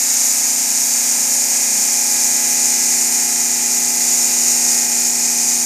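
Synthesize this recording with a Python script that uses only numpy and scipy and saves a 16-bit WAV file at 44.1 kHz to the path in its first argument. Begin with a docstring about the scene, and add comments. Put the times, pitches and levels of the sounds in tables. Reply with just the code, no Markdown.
"""In an echoing workshop, a bridge saw cuts a wet stone slab a few metres from a phone.
Diamond grit chips the stone and excites the modes of the steel blade: a loud, high hiss over the spray
of cooling water. The same bumps recur on every turn, so drone, hum and whine are harmonics of the
spindle's rotation; their levels drift by interference as the head travels through the room's echoes.
Beneath them lie the booming of the blade guard, a faint pump and a wash of reverberation."""
import sys
import numpy as np
from scipy import signal
from scipy.fft import rfft, irfft, next_fast_len
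from scipy.io import wavfile
from scipy.ndimage import uniform_filter1d

SR = 44100
rng = np.random.default_rng(int(sys.argv[2]) if len(sys.argv) > 2 else 0)


def waveform_to_disk(signal):
    """Save audio, clipped to [-1, 1], as 16-bit WAV at the path in sys.argv[1]."""
    frames = np.transpose(np.atleast_2d(signal))
    scaled = np.clip(frames, -1, 1) * 32767
    samples = np.round(scaled).astype(np.int16)
    wavfile.write(sys.argv[1], SR, samples)


N = 249164
TIME = np.arange(N) / SR
SPINDLE_HZ = 29.898

# Hum of guard and slab. Each row: harmonic number, relative level in dB.
HUM_HARMONICS = [(6, -62), (7, -61), (10, -59), (16, -55), (17, -55), (18, -55), (19, -49.5), (20, -53),
                 (21, -56), (22, -58), (26, -52.5), (27, -52.5), (29, -52.5), (30, -55), (31, -51),
                 (32, -56.5), (33, -51.5), (34, -54), (35, -58.5), (36, -61)]
# Whine of the blade. Each row: harmonic number, relative level in dB.
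WHINE_HARMONICS = [(42, -54.5), (53, -52.0), (58, -55.0), (61, -53.5), (62, -49.5), (63, -51.5),
                   (65, -54.0), (66, -55.5), (68, -50.5), (69, -54.5), (70, -50.5), (71, -47.5),
                   (75, -46.5), (76, -50.5), (79, -50.5), (82, -47.5), (83, -45.5), (87, -51.5),
                   (89, -51.0), (91, -52.0), (98, -55.0)]
# Harmonics that stand out. Each row: harmonic number, first level in dB, crest level in dB,
# start, rise and hold in seconds, fade in dB per second.
SWELLING_HARMONICS = [(9, -47, -46, 0, 0.46, 1.3, 1), (23, -50, -49, 0, 0.36, 0.53, 1),
                      (24, -49, -44, 0.2, 3, 2.6, -5), (28, -44.5, -38.4, 1.73, 0.32, .4, 1.0),
                      (56, -49.5, -46.5, 0.14, .6, 2, 4.5), (67, -51, -42.5, 1, 1.4, 2.1, 8),
                      (72, -47, -44.5, 0.54, 1.4, .7, 1.5), (80, -46, -44.5, 0.57, 1, 1.6, 9),
                      (81, -54, -41, 0.95, .8, 0.75, 0.8)]


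def amp(db):
    """Decibels as an amplitude ratio."""
    return 10 ** (np.asarray(db) / 20)


def unit(x):
    """Normalisation to rms 1."""
    return x / np.sqrt(np.mean(x ** 2))


def level_at(spectrum, hz):
    """Level of a spectrum in dB, interpolated over log frequency."""
    points_hz, db = np.transpose(spectrum)
    return np.interp(np.log(np.maximum(hz, 1)), np.log(points_hz), db)


def colour(source, spectrum):
    """Source and filter: impose a spectrum, rolling off below its first point; rms 1."""
    size = next_fast_len(N)
    hz = np.fft.rfftfreq(size, 1 / SR)
    gain = amp(level_at(spectrum, hz)) * np.minimum(hz / spectrum[0][0], 1) ** 2
    return unit(irfft(rfft(source, size) * gain, size)[:N])


def wander(rate):
    """Smooth random modulation that changes about rate times a second; rms 1."""
    span = int(SR / rate)
    steps = np.repeat(rng.standard_normal(512), span)[:N + 2 * span]
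    smooth = uniform_filter1d(uniform_filter1d(steps, span), span // 2)
    return unit(smooth[span:span + N])


def sine(hz):
    """A pure tone of random phase; rms 1."""
    return np.sqrt(2) * np.sin(2 * np.pi * (hz * TIME + rng.random()))


def harmonics(orders, db, drift, rate, echoes=8, size=16384):
    """Multipath interference: spindle harmonics arrive directly and by echoes that come and go; rms 1."""
    place_in_turn = (SPINDLE_HZ * TIME % 1) * size
    out = 0
    for path in range(echoes + 1):
        lines = np.zeros(size // 2 + 1, complex)
        lines[np.rint(orders).astype(int)] = amp(db) * np.exp(2j * np.pi * rng.random(len(orders)))
        wave = np.interp(place_in_turn, np.arange(size), irfft(lines))
        out = out + wave * (drift * wander(rate) / np.sqrt(echoes) if path else 1)
    return unit(out)


def impacts(per_second, spread_db):
    """Shot noise: dense random clicks of uneven size and either sign."""
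    hit = rng.random(N) < per_second / SR
    return hit * np.sign(rng.standard_normal(N)) * amp(spread_db * rng.standard_normal(N))


def resonant_tones():
    """Resonance: harmonics that meet a mode of blade or guard swell, hold and waver; most then fade."""
    out = 0
    for order, first_db, crest_db, start, rise, hold, fade in SWELLING_HARMONICS:
        db = np.interp(TIME, [start, start + rise], [first_db, crest_db])
        db -= fade * np.maximum(TIME - (start + rise + hold), 0)
        out = out + sine(round(order) * SPINDLE_HZ) * amp(db + .8 * wander(5))
    return out


def blade_whine(bite_db):
    """Periodic forcing: the rim strikes alike on each turn, and harmonics near the blade's modes sing."""
    return harmonics(*np.transpose(WHINE_HARMONICS), drift=.42, rate=2.19) * amp(-37.5 + 1.1 * bite_db)


def blade_buzz(grind_db):
    """A dense harmonic series: the weaker multiples of the turn above the hum merge into a buzz."""
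    # Spectral envelope. Each row: frequency in Hz, relative level of a harmonic in dB.
    envelope = [(1100, -64), (1450, -57), (1900, -56.5), (2500, -60), (3300, -58.5), (4000, -52.5),
                (5000, -45.5), (6700, -38.5), (7600, -45.5), (9500, -51.5)]
    orders = np.arange(HUM_HARMONICS[-1][0] + 1, int(envelope[-1][0] / SPINDLE_HZ))
    orders = np.setdiff1d(orders, [round(row[0]) for row in WHINE_HARMONICS + SWELLING_HARMONICS])
    scatter_db = 11 * (rng.random(512)[:len(orders)] - .5)
    db = level_at(envelope, orders * SPINDLE_HZ) + scatter_db
    return harmonics(orders, db, drift=.89, rate=3.5) * amp(grind_db - 7)


def blade_ring(grind_db):
    """Modal vibration: two thin tones of the steel disc come and go inside the hiss."""
    # Each row: frequency in Hz, level relative to the grinding in dB.
    modes = [(6159, -22), (6727, -21)]
    return sum(sine(hz) * amp(grind_db + db + 2 * wander(4.8)) for hz, db in modes)


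def grinding(grind_db, rasp_db):
    """Impact excitation: diamond grains chip the stone and set the blade ringing."""
    # The uneven rim modulates the bite. Each row: cycles per turn, rms depth in dB.
    runout = [(1, .28), (3, .33), (4, .28), (5, .24), (9, .15)]
    # Three spectra. Each row: frequency in Hz, relative spectral density in dB.
    steel_spectrum = [(3000, -38), (4100, -26.5), (4700, -13.5), (5400, -7), (6200, -1.5), (6750, -0.5),
                      (7150, -1.5), (7850, -6.5), (8650, -5.5), (9600, -12), (11000, -19), (15000, -30)]  # the blade ringing under the grit
    stone_spectrum = [(2000, -16), (3300, -16.5), (4000, -1.5), (4700, 2), (5400, 4), (7000, -20),
                      (10000, -34)]  # stone crumbling in the kerf
    screech_spectrum = [(5500, -42), (6450, -13), (6700, -0.5), (7000, -0.5), (7300, -5), (8500, -38),
                        (12000, -60)]  # the blade's strongest cluster of modes
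    runout_db = sum(depth_db * sine(order * SPINDLE_HZ) for order, depth_db in runout)
    force = amp(runout_db + .45 * wander(28))
    steel = colour(impacts(per_second=20000, spread_db=4) * force, steel_spectrum) * amp(grind_db - 1.52)
    stone = colour(impacts(per_second=18000, spread_db=6) * force, stone_spectrum) * amp(rasp_db)
    flare = amp(1.5 * wander(45))  # hard crystals cause short surges
    screech = colour(rng.standard_normal(N) * flare, screech_spectrum) * amp(grind_db - 7)
    return steel + stone + screech


def water_spray(spray_db):
    """Droplet impact noise: cooling water flung off the rim bursts on the guard in uneven spurts."""
    # Each row: frequency in Hz, relative spectral density in dB.
    spectrum = [(3000, -25.5), (8000, 2), (10500, 1), (12250, 2.5), (13100, 0), (14100, -0.5),
                (14800, -4.5), (15300, -7)]
    spurts = amp(.45 * wander(26))
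    drops = impacts(per_second=22000, spread_db=3.5) * spurts
    return colour(drops, spectrum) * amp(spray_db)


def spindle_drone(bite_db):
    """Rotational harmonics: the spindle's low drone builds up, then holds, varying with the bite."""
    # Each row: harmonic number, relative level in dB.
    partials = [(3, -29), (4, -27), (5, -17), (8, 0), (11, -9), (12, -19), (13, -10), (14, -18),
                (15, -13.5), (25, -11)]
    rise_db_per_s, full_at_s = 2.6, 2.9
    db = -35.3 - rise_db_per_s * np.maximum(full_at_s - TIME, 0) + .69 * bite_db
    return harmonics(*np.transpose(partials), drift=.12, rate=1.5) * amp(db)


def guard_and_slab_hum(bite_db):
    """Forced vibration: guard and slab hum at spindle harmonics, louder as the blade bites harder."""
    return harmonics(*np.transpose(HUM_HARMONICS), drift=.31, rate=1.8) * amp(-42 + bite_db)


def guard_boom():
    """Noise-driven resonance: a low mode of the guard murmurs throughout and wells up four times."""
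    # Each row: frequency in Hz, relative spectral density in dB.
    resonance = [(170, -38), (202, -18), (212, -1), (221, -14), (260, -42), (600, -70)]
    # Each row: time of the crest in seconds, half length in seconds, level in dB.
    crests = [(.62, 0.075, -45), (1.3, 0.14, -51.5), (1.79, .14, -51), (2.18, 0.11, -55.5)]
    swells = sum(amp(db) * np.exp(-((TIME - at) / half) ** 2) for at, half, db in crests)
    return colour(rng.standard_normal(N), resonance) * (amp(-62) + swells)


def pump():
    """Amplitude modulation: the pump's faint, low tone wavers in level."""
    return sine(hz=126) * amp(-67 + 1.4 * wander(4.2))


def room_wash(rasp_db):
    """Diffuse reverberation: walls smear motor, water and cut into noise that partly follows the rasp."""
    # Each row: frequency in Hz, relative spectral density in dB.
    spectrum = [(25, -41), (60, -33), (115, -17), (200, -1.5), (350, -6.5), (520, -7.5), (850, 3),
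                (1130, -6.5), (1280, 1), (1450, -4), (1950, 3), (2450, 4), (3200, -4.5), (6000, -32)]
    swell_db = .5 * (rasp_db - rasp_db.mean()) + .77 * wander(12)
    return colour(rng.standard_normal(N), spectrum) * amp(swell_db - 37)


def scene():
    """Superposition: all sources sound throughout, most following the bite, alike in both channels."""
    # The blade meets harder and softer stone. Each row: time in seconds, grinding level in dB.
    cut_levels = [(0.0, -16.7), (0.52, -15.6), (0.64, -17.0), (1.24, -16), (1.52, -16.5), (1.6, -16.5),
                  (2.16, -16.5), (2.48, -16), (3.04, -16), (3.12, -16.5), (3.36, -17.5), (3.68, -17),
                  (3.76, -16.5), (4.32, -16), (4.68, -14.9), (4.88, -17), (5.0, -16.5), (5.6, -17.5)]
    flutter_db = .28 * wander(21)  # hard and soft grains
    grind_db = np.interp(TIME, *np.transpose(cut_levels)) + flutter_db
    bite_db = grind_db - grind_db.mean()
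    # Spray and rasp fade slowly as the head moves on.
    spray_db = grind_db - 8 - .33 * TIME
    rasp_db = grind_db - 17 - .17 * TIME
    blade = resonant_tones() + blade_whine(bite_db) + blade_buzz(grind_db) + blade_ring(grind_db)
    cut = grinding(grind_db, rasp_db) + water_spray(spray_db)
    machine = spindle_drone(bite_db) + guard_and_slab_hum(bite_db) + guard_boom() + pump()
    mono = blade + cut + machine + room_wash(rasp_db)
    return np.array([mono, mono])


def record(dry):
    """Band limiting: the phone's steep low-pass filter removes the highest treble."""
    cutoff_hz = 15250
    return signal.sosfilt(signal.ellip(12, .1, 90, cutoff_hz, fs=SR, output="sos"), dry)


dry = scene()
out = record(dry)
waveform_to_disk(out)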